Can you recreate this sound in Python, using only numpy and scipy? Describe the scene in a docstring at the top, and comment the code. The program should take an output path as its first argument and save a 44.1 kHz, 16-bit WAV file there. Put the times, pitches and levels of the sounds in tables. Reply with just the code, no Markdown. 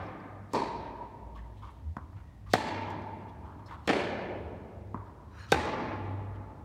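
"""A tennis rally in a large indoor hall, heard from behind the near baseline.
Each stroke and bounce is a noise crackle plus decaying sine modes, with filtered single echoes and a long noise tail.
The tail of a stroke before the start is still dying away as the scene opens.
Shoes scuff, squeal and squeak in noise bands and gliding tones, and rackets swish.
A wavering ventilation hum, duct rumble and steady air noise lie under it all."""
import sys
import numpy as np
from scipy import signal
from scipy.fft import rfft, irfft
from scipy.io import wavfile
from scipy.ndimage import map_coordinates

SR = 44100
rng = np.random.default_rng(int(sys.argv[2]) if len(sys.argv) > 2 else 0)


def transcribe(u):
    """Save the signal u as a 16-bit wav file named by the first command-line argument.

    u: samples, shape (n,) or (channels, n), limited to [-1, 1]; the rate is SR.
    q: integer samples, one column per channel.
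    """
    v = np.clip(np.atleast_2d(u).T, -1, 1)
    q = np.round(v * 32767).astype(np.int16)
    wavfile.write(sys.argv[1], SR, q)


N = 292824


def undb(db):
    """Turn dB into an amplitude factor."""
    return 10 ** (np.asarray(db) / 20)


def level(x, db):
    """Scale x to the given rms level in dB."""
    return x * undb(db) / np.sqrt(np.mean(x ** 2))


def on_log(hz, table):
    """Read (Hz, value) points on a log-frequency axis."""
    points_hz, values = np.array(table).T
    return np.interp(np.log(np.maximum(hz, 1)), np.log(points_hz), values)


def shaped(size, db_of):
    """Noise of rms 1 whose spectrum follows the given curve in dB per Hz."""
    spectrum = rfft(rng.standard_normal(size))
    gain = undb(db_of(np.fft.rfftfreq(size, 1 / SR)))
    return level(irfft(spectrum * gain, size), 0)


def peak(hz, centre_hz, width_hz):
    """Gain in dB of a resonance, 0 at its centre."""
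    detuning = (hz - centre_hz ** 2 / np.maximum(hz, 1)) / width_hz
    return -10 * np.log10(1 + detuning ** 2)


def wander(t, step):
    """Random curve of straight lines between normal draws, one every `step` samples."""
    knots = t[::step]
    return np.interp(t, knots, rng.standard_normal(len(knots)))


def add(out, x, s):
    """Mix x into out from s seconds on."""
    i = int(round(s * SR))
    part = x[max(-i, 0):N - i]
    out[max(i, 0):max(i, 0) + len(part)] += part


# Steady air noise, spectrum relative to itself. Columns: f/Hz, level/dB per Hz
AIR_SPECTRUM = [(65, -34), (110, -1), (253, -9.5), (400, -19.5), (703, -20.5), (884, -18), (1000, -32),
                (1340, -31), (1490, -34), (1910, -30), (2210, -35), (3720, -39), (16000, -52.5)]
AIR_DB = -56.5  # rms


def air_noise():
    """Steady broadband noise of moving air."""
    return undb(AIR_DB) * shaped(N, lambda f: on_log(f, AIR_SPECTRUM))


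# Duct rumble in two bands. Columns: t/s, low band level/dB, upper band level/dB
RUMBLE_LEVELS = [(0.0, -56, -53.5), (0.652, -56, -73), (0.78, -50, -48), (1.22, -47, -82), (1.27, -48, -49),
                 (1.48, -48, -67), (1.85, -50.5, -43), (2.27, -50.5, -51.5), (3.05, -58, -53),
                 (3.29, -59, -57), (3.33, -56, -49.5), (4.18, -54, -56.5), (4.44, -55, -47),
                 (5.25, -57, -54.5), (5.6, -56, -42), (5.68, -57, -51), (6.38, -48, -61), (6.64, -58, -50)]


def duct_rumble():
    """Two narrow bands of low noise, each rising and sinking on its own."""
    t = np.arange(N) / SR
    s, low_db, upper_db = np.transpose(RUMBLE_LEVELS)
    low = undb(np.interp(t, s, low_db)) * shaped(N, lambda f: 2 * peak(f, 56.3, 11))
    upper = undb(np.interp(t, s, upper_db)) * shaped(N, lambda f: 2 * peak(f, 77.4, 18))
    return low + upper


# Ventilation hum before its random waver. 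Columns: t/s, level/dB
HUM_LEVELS = [(0.0, -46), (0.15, -57), (0.41, -44.5), (0.53, -59), (1.53, -56.5), (1.66, -49.5),
              (1.72, -72), (2.12, -66), (2.16, -39), (2.24, -64.5), (2.57, -40.5), (2.64, -67), (2.74, -44),
              (3.72, -52.5), (4.6, -52.5), (4.64, -56.5), (4.97, -44.5), (5.18, -63), (5.46, -47),
              (5.82, -55.5), (5.94, -40), (6.27, -38), (6.55, -55.5), (6.64, -48)]
HUM_HZ, WAVER_HZ, WAVER_DB = 99.8, 1.53, 2  # mean pitch; random spread of pitch and level


def ventilation_hum():
    """A single low sine whose level and pitch waver."""
    t = np.arange(N) / SR
    s, db = np.transpose(HUM_LEVELS)
    loudness = np.sqrt(2) * undb(np.interp(t, s, db) + WAVER_DB * wander(t, 4096))
    pitch_hz = HUM_HZ + WAVER_HZ * wander(t, 4096)
    return loudness * np.sin(2 * np.pi * np.cumsum(pitch_hz) / SR)


def ventilation():
    """Hum, duct rumble and air noise together."""
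    return ventilation_hum() + duct_rumble() + air_noise()


# Small dry ticks. Columns: t/s, level/dB before the decay
TICK_EVENTS = [(1.895, -76), (2.872, -69), (2.903, -53.5), (2.919, -61), (3.02, -65)]


def ticks():
    """Tiny bursts of bright noise that die within milliseconds."""
    out = np.zeros(N)
    t = np.arange(SR // 100) / SR
    for s, db in TICK_EVENTS:
        noise = shaped(len(t), lambda f: 2 * peak(f, 5200, 3600))
        add(out, undb(db) * np.exp(-t / 0.0028) * noise, s)
    return out


RUB_STEEPNESS, HISS_STEEPNESS = 2.2, 1.2  # how fast a band falls away; hiss spreads far into the treble
FULL_WASH_S = 0.072  # shorter bursts leave less in the hall


def rub(length, db, hz, width_hz, rise, steepness=RUB_STEEPNESS):
    """A gritty noise burst with a short wash in the hall; rise is a share of the length."""
    t = np.arange(int((length + 0.24) * SR)) / SR
    shape = np.sin(np.pi / 2 * np.interp(t, [0, rise * length, length], [0, 1, 0])) ** 2
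    # the wash is worked out on every 64th sample
    coarse = t[::64]
    wash = np.convolve(shape[::64], undb(-60 * coarse / 3.9))[:len(coarse)]
    wash = np.repeat(wash / wash.max(), 64)[:len(t)] * (1 - t / t[-1])
    shape = shape + 0.38 * min(length / FULL_WASH_S, 1) ** 2 * wash
    grit = undb(3 * wander(t, 128))
    bands_db = 2.5 * rng.standard_normal(SR // 600)  # uneven bands roughen the colour
    bands_hz = np.linspace(0, SR / 2, len(bands_db))

    def colour(f):
        return steepness * peak(f, hz, width_hz) + np.interp(f, bands_hz, bands_db)

    return undb(db) * shape * grit * shaped(len(t), colour)


# Shoes on the court, and at 5.183 s a soft return of the bounce from the far wall;
# levels before envelope and grit. Columns: t/s, length/s, lower-body f/Hz, width/Hz, level/dB
# of the main (sole) band, then hiss f/Hz, hiss level/dB
SCUFF_EVENTS = [(.0, 0.17, 1200, 400, -80, 3330, -73), (.06, .017, 5200, 300, -65, 3000, -85),
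                (0.2, 0.016, 4700, 400, -71, 3000, -92), (1.344, 0.073, 1100, 200, -58, 3100, -68),
                (1.362, 0.069, 1720, 500, -60.5, 2400, -72), (1.527, 0.37, 1890, 900, -75, 3200, -75),
                (1.616, 0.09, 1110, 400, -53, 3160, -70.5), (1.624, 0.054, 2180, 120, -73, 3000, -85),
                (1.666, 0.057, 1040, 500, -53, 2800, -73), (1.702, 0.03, 1200, 400, -75, 9500, -78),
                (2.158, 0.087, 1080, 885, -61, 2500, -92), (2.206, 0.29, 1890, 90, -75.5, 3000, -94),
                (2.458, 0.079, 1130, 220, -57.5, 1800, -65.5), (3.28, 0.037, 1200, 400, -79, 3420, -69),
                (3.44, 0.16, 1170, 500, -58.5, 3000, -78), (3.586, 0.042, 1030, 400, -54, 3000, -83),
                (3.657, 0.038, 5350, 450, -67, 4300, -64.5), (3.676, 0.083, 1700, 900, -59, 3320, -68),
                (3.704, 0.074, 1040, 604, -46, 2860, -65.5), (5.056, .043, 1200, 400, -75, 3500, -76),
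                (5.183, .08, 1020, 350, -63.5, 1400, -76), (6.345, 0.031, 1200, 400, -77, 3000, -70)]
SCUFF_RISE, HISS_WIDTH = 0.15, 0.27  # share of the length; share of the hiss centre


def scuffs_and_return():
    """Each row is a main band (a rubbing sole, or the wall's return) with a hiss band, usually higher in pitch."""
    out = np.zeros(N)
    for s, length, main_hz, width_hz, main_db, hiss_hz, hiss_db in SCUFF_EVENTS:
        add(out, rub(length, main_db, main_hz, width_hz, SCUFF_RISE), s)
        add(out, rub(length, hiss_db, hiss_hz, HISS_WIDTH * hiss_hz, SCUFF_RISE, HISS_STEEPNESS), s)
    return out


# Squeal bands of the slide, levels before envelope and grit.
# Columns: f/Hz, level/dB, share of the slide length
SQUEAL_BANDS = [(1700, -60, 0.32), (2180, -79, .45), (2930, -68, 0.37), (3880, -71, 0.98),
                (4200, -64, 0.35), (4850, -77, 0.64), (5400, -72, 0.4), (5830, -76, 0.97),
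                (6700, -72.5, .5), (8600, -84, .3), (9500, -82, 0.3)]
SLIDE_S, SLIDE_LENGTH_S, SLIDE_RISE = 5.27, 0.31, 0.46  # start; length; rise as a share of the length
SQUEAL_WIDTH_HZ = 210
SCRAPE_HZ, SCRAPE_WIDTH_HZ, SCRAPE_DB = 1440, 1160, -57  # broad rubbing under the squeal
GRIT_HZ, GRIT_DB = 4600, -76  # sandy hiss


def slide():
    """One long slide: broad scrape, sandy hiss, and squeal bands that all peak together."""
    out = np.zeros(N)
    add(out, rub(SLIDE_LENGTH_S, SCRAPE_DB, SCRAPE_HZ, SCRAPE_WIDTH_HZ, SLIDE_RISE), SLIDE_S)
    add(out, rub(SLIDE_LENGTH_S, GRIT_DB, GRIT_HZ, GRIT_HZ, SLIDE_RISE, HISS_STEEPNESS), SLIDE_S)
    for hz, db, share in SQUEAL_BANDS:
        start = SLIDE_S + SLIDE_RISE * SLIDE_LENGTH_S * (1 - share)
        add(out, rub(share * SLIDE_LENGTH_S, db, hz, SQUEAL_WIDTH_HZ, SLIDE_RISE), start)
    return out


def squeak(length, first_hz, last_hz, db):
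    """Stick and slip at a gliding, wobbling rate, with two overtones."""
    t = np.arange(int(length * SR)) / SR
    glide_hz = np.linspace(first_hz, last_hz, len(t)) * (1 + 0.02 * wander(t, 128))
    phase = 2 * np.pi * np.cumsum(glide_hz) / SR
    tone = sum(undb(-16 * k) * np.sin((k + 1) * phase) for k in range(3))  # each overtone 16 dB down
    return undb(db) * np.sqrt(2) * np.sin(np.pi * (t / length) ** 0.89) * tone


# Soles that catch and sing briefly, pitch before its wobble, level before the envelope.
# Columns: t/s, length/s, first f/Hz, last f/Hz, level/dB
SQUEAK_EVENTS = [(1.362, 0.046, 1116, 1076, -58), (1.632, .03, 1290, 1090, -57),
                 (1.672, 0.052, 1180, 1065, -59), (2.466, 0.033, 1200, 1160, -61),
                 (5.476, .028, 1350, 1320, -54)]


def squeaks():
    """The short singing squeaks of the soles."""
    out = np.zeros(N)
    for s, *row in SQUEAK_EVENTS:
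        add(out, squeak(*row), s)
    return out


SWING_S, SWISH_HZ, SWISH_WIDTH_HZ = 0.05, 3500, 3500  # the racket nears the ball
SWISH_DB = {"near": -55, "far": -66.5}


def swishes():
    """Air rushes past the racket, swelling up to each stroke."""
    out = np.zeros(N)
    for s, kind, *_ in BLOW_EVENTS:
        if kind in SWISH_DB:
            add(out, rub(SWING_S, SWISH_DB[kind], SWISH_HZ, SWISH_WIDTH_HZ, 0.95), s - SWING_S)
    return out


# Spectrum of a blow in the hall, relative to itself. Columns: f/Hz, level/dB per Hz
BLOW_COLOUR = [(60, -20), (110, -9.5), (260, -4), (600, -7), (1000, -13), (1250, -16), (2300, -21),
               (2600, -25), (2850, -27), (3400, -26.5), (4600, -28.5), (5000, -31.5), (8500, -40),
               (16000, -67)]
# Broad rings in the hall, before each event's own lifts.
# Columns: f/Hz, width/Hz, then level/dB after a near stroke, a far stroke, a bounce
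HALL_RINGS = [(292, 51, 2.5, -1, 18), (520, 340, -6, 0.5, -18), (1130, 240, -6.5, -11, 11),
              (2346, 580, 1.5, 4, -4), (4300, 740, 2, 2.5, -7), (2900, 500, -9, 1, -2),
              (1700, 255, 2.5, 2.5, -8)]
KINDS = ["near", "far", "bounce"]  # order of the level columns
# edges of the lifted regions
STRINGS_HZ, FRAME_HZ, PRESENCE_HZ, UPPER_RING_HZ, TOP_RING_HZ = 400, 700, 1500, 2800, 4000


def hall_colour(kind, ball_hz, ball_width_hz, ball_db, tilt_db, bass_db,
                presence_db=0, strings_db=0, upper_db=0, top_db=0, frame_db=0):
    """Spectrum curve of one tail: the blow's colour, the ball's air, the hall's rings and a random comb."""
    ripple_db = 2.25 * rng.standard_normal(SR // 80)  # near reflections comb the colour
    ripple_hz = np.linspace(0, SR / 2, len(ripple_db))

    def colour(f):
        power = 1 + undb(2 * (ball_db + 2 * peak(f, ball_hz, ball_width_hz)))
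        for hz, width_hz, *kind_db in HALL_RINGS:
            ring_db = kind_db[KINDS.index(kind)]
            ring_db += strings_db * (STRINGS_HZ < hz < FRAME_HZ)
            ring_db += frame_db * (FRAME_HZ < hz < PRESENCE_HZ)
            ring_db += presence_db * (hz > PRESENCE_HZ)
            ring_db += upper_db * (UPPER_RING_HZ < hz < TOP_RING_HZ)
            ring_db += top_db * (hz > TOP_RING_HZ)
            power = power + undb(2 * (ring_db + peak(f, hz, width_hz)))
        comb = np.interp(f, ripple_hz, ripple_db)
        tilt = tilt_db * np.log2(np.maximum(f / 1600, 1))
        bass = bass_db / (1 + (f / 750) ** 6)
        return on_log(f, BLOW_COLOUR) + 10 * np.log10(power) + tilt + bass + comb

    return colour


# Time the hall's late tail takes to fall 60 dB. Columns: f/Hz, decay/s
HALL_DECAY = [(100, 5.7), (260, 2.65), (700, 2.605), (1000, 2.41), (1840, 1.754), (3300, 1.36),
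              (4500, 1.044), (5500, 1.05), (8000, 0.55), (12800, 0.23)]
PATCH_DB, PATCH_S, PATCH_HZ = 1.48, 0.0491, 780  # depth and size of the patches


def late_tail(noise):
    """Noise decays at its own rate in each band, swelling and sinking in patches of time and pitch."""
    f, frames, z = signal.stft(noise, SR, nperseg=512)
    grid = rng.standard_normal((64, 128))
    places = np.meshgrid(f / PATCH_HZ, frames / PATCH_S, indexing="ij")
    patches = map_coordinates(grid, places, order=1, mode="mirror")
    decay_db = -60 * frames / on_log(f, HALL_DECAY)[:, None]
    return signal.istft(z * undb(PATCH_DB * patches + decay_db), SR, nperseg=512)[1][:len(noise)]


RETURN_S, RETURN_WIDTH_S, RETURN_DB = 0.35, 0.13, 1.17  # sound back from across the hall lifts the tail


def tail(kind, late_db, early_db, ball_hz, ball_width_hz, ball_db, swell, *balance_db):
    """Countless echoes in the blow's colour: a quick early cluster and a long tail, treble dying first."""
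    colour = hall_colour(kind, ball_hz, ball_width_hz, ball_db, *balance_db)
    t = np.arange(4 * SR) / SR
    late = late_tail(shaped(len(t), colour))
    early = shaped(len(t), colour) * undb(-60 * t / 0.56)
    # echoes come in clumps that even out with time
    clumps = undb(2.2 * np.exp(-t / 0.29) * wander(t, 256))
    back = undb(RETURN_DB * np.exp(-((t - RETURN_S) / RETURN_WIDTH_S) ** 2))
    answer = 1 - np.exp(-t / swell)  # the far walls take a while to answer
    mix = undb(late_db) * late * back * answer + undb(early_db) * early
    return mix * clumps * np.minimum(t / 0.0036, 1)


# What each bounce, near, too far off to be heard directly, or (at 3.43 s) on a neighbouring court, leaves in
# the hall; levels before decay. # Columns: t/s, late level/dB, early level/dB, ball-air f/Hz, ball-air
# width/Hz, ball-air level/dB
BOUNCE_TAIL_EVENTS = [(1.977, -60.5, -49, 1030, 171, 14.5), (3.161, -73, -78, 970, 150, 23),
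                      (3.43, -50, -56, 980, 170, 16), (4.948, -51, -45, 963, 150, 16.5),
                      (6.33, -53.5, -52, 997, 170, -1)]
BOUNCE_SWELL_S, BOUNCE_TILT_DB, BOUNCE_BASS_DB = 0.07, -16.5, -9.5  # tilt per octave above 1600 Hz


def bounce_tails():
    """The dull hall tails of the bounces, coloured by the air in the ball."""
    out = np.zeros(N)
    for s, *hall in BOUNCE_TAIL_EVENTS:
        add(out, tail("bounce", *hall, BOUNCE_SWELL_S, BOUNCE_TILT_DB, BOUNCE_BASS_DB), s)
    return out


# What each stroke leaves in the hall; levels before decay.
# Columns: t/s, kind, late level/dB, early level/dB, ball-air f/Hz, ball-air width/Hz, ball-air level/dB,
# swell/s, treble tilt/dB per octave, then lifts: bass/dB, presence/dB, strings/dB, upper ring/dB,
# top ring/dB, frame ring/dB
STROKE_TAIL_EVENTS = [(-.48, "near", -28, -40, 860, 170, -4, .15, 1, -6, 2.5, -12, -9, -12, 9),
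                      (.544, "far", -33.5, -28, 934, 106, 20, 0.037, 2, 2.5, -0.5, -3, -10, 5.5, 17.5),
                      (2.538, "near", -29.5, -30.5, 902, 153, 13.5, 0.11, 2.5, -2.9, 2.5, 5, 6, -1, -0.5),
                      (3.889, "far", -29.5, -25, 840, 173, 9, 0.045, 1.25, -2, 4, 6.5, 4, -3.5, -4),
                      (5.525, "near", -28, -29.5, 860, 111, 8.5, 0.097, 1.2, -5, 2.5, 5.5, 2, -9, 3.5)]


def stroke_tails():
    """The long hall tails of the strokes."""
    out = np.zeros(N)
    for s, kind, *hall in STROKE_TAIL_EVENTS:
        add(out, tail(kind, *hall), s)
    return out


# Single echoes at each end of the hall, delays before the spread factor.
# Columns: delay/s, level/dB, bright up to f/Hz, power of the spread factor
# (a step away from the near wall is a step towards the far one)
NEAR_END_ECHOES = [(.018, -10, 2200, 1), (.1435, -22.5, 10000, -.5)]
FAR_END_ECHOES = [(.0075, -2, 3500, 1), (.019, 1.1, 4500, 1), (.027, 1.1, 4000, 1), (.032, 0.5, 4000, 1),
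                  (.041, -3, 3000, 1), (.069, -4, 2800, 1), (.084, -5, 2800, 1), (.097, -7, 2500, 1)]


def single_echoes(out, sound, s, kind, spread):
    """Walls, roof and floor throw back delayed, duller copies of a blow."""
    for delay, db, hz, power in FAR_END_ECHOES if kind == "far" else NEAR_END_ECHOES:
        dull = signal.butter(2, hz, fs=SR, output="sos")
        add(out, undb(db) * signal.sosfilt(dull, sound), s + delay * spread ** power)


# Modes of ball and racket (thud, shell, throat, strings, squeezed ball, air in the ball, then the frame),
# before each blow's pitch, length and level factors. Columns: f/Hz, 60 dB decay/s, then level/dB in the
# first near stroke, the second near stroke, a far stroke, a bounce
BLOW_MODES = [(152, 0.061, -4, -2.5, -21, -18), (220, 0.03, -23, -10, -19, 4.5),
              (332.4, 0.05, -11, -15.5, -6.5, -19), (457, 0.018, 5.5, 8, 4, -33),
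              (801, 0.043, 0.5, -3.5, -11, -6.5), (1036, 0.017, 2, -31, -20.5, 6.5),
              (1374, 0.021, -4.5, -9, -9, -0.5), (1534, 0.041, -15, -9, -30.5, -12.5),
              (2003, 0.027, -9, -20, -12.5, -17), (2586, 0.011, -33, -11, -6, -20),
              (3480, 0.035, -23, -34, -18.5, -37), (3710, 0.025, -20, -19, -16.5, -38)]
CONTACTS = ["first near", "second near", "far", "bounce"]  # order of the level columns
BALL_AIR = 5  # row of the air in the ball
FREE_HZ = 700  # modes above this ring freely only when the ball leaves


def blow(contact, ring_db, tilt_db, air_db, pitch, crackle_db, crackle_hz, lead, held, ring):
    """Felt and strings crackle at the touch; the modes ring once the ball is squeezed."""
    t = np.arange(SR // 16) / SR
    crackle = shaped(len(t), lambda f: 2 * peak(f, crackle_hz, 4450))
    fade = np.exp(-t / 0.0038) + 0.092 * np.exp(-t / 0.025)
    out = undb(crackle_db) * crackle * fade * np.minimum(t / 0.0008, 1)
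    for k, (hz, t60, *contact_db) in enumerate(BLOW_MODES):
        db = contact_db[CONTACTS.index(contact)] + ring_db
        db += tilt_db * np.log2(hz / 1000) + air_db * (k == BALL_AIR)
        # each mode also starts a fraction of its period late
        since = np.maximum(t - lead - 0.4 / hz - held * (hz > FREE_HZ), 0)
        rise = np.sin(np.pi / 2 * np.minimum(since / 0.0015, 1)) ** 2  # the ball flattens softly
        out = out - undb(db - 60 * since / (ring * t60)) * rise * np.sin(2 * np.pi * pitch * hz * since)
    return out


# Strokes and near bounces. Columns: t/s, kind, contact, ring level/dB, ring tilt/dB per octave,
# extra ball-air level/dB, pitch factor, crackle level/dB, crackle f/Hz, crackle lead/s, ball held/s,
# ring length factor, echo spread factor
BLOW_EVENTS = [(0.533, "far", "far", -23, -4, 27.5, 0.92, -40, 5900, 0.0016, 0.00069, 0.82, 0.99),
               (1.966, "bounce", "bounce", -24.5, 1.5, 0.1, 0.95, -58.5, 3500, 0.00043, 0.000086, 0.65, 0.78),
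               (2.534, "near", "first near", -5, 3.3, -1, 0.95, -23, 3780, 0.0017, 0.0013, 0.53, 0.9),
               (3.8744, "far", "far", -10.5, 1.3, 14.5, 0.93, -34.5, 4500, 0.0016, 0.0007, 0.56, 0.77),
               (4.943, "bounce", "bounce", -28.5, -2, 5.5, 0.98, -70, 3500, 0.00044, 0.00019, 0.69, 0.9),
               (5.519, "near", "second near", -7.5, 4, -12, 1, -21, 2870, 0.001, 0.0037, 1, 1.12)]


def rally():
    """Every blow and its single echoes, with the hall tails of strokes and bounces."""
    out = stroke_tails() + bounce_tails()
    for s, kind, contact, *row, spread in BLOW_EVENTS:
        sound = blow(contact, *row)
        add(out, sound, s)
        single_echoes(out, sound, s, kind, spread)
    return out


def scene():
    """Ventilation, ticks, court sounds and rackets under the rally, in one channel."""
    court = scuffs_and_return() + slide() + squeaks()
    return (ventilation() + ticks() + court + swishes() + rally())[None]


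def record(dry):
    """The microphone loses the deep bass and the recorder cuts the top."""
    thin = signal.sosfilt(signal.butter(3, 52, "high", fs=SR, output="sos"), dry)
    return signal.sosfilt(signal.ellip(8, 0.2, 70, 15900, fs=SR, output="sos"), thin)


dry = scene()
out = record(dry)
transcribe(out)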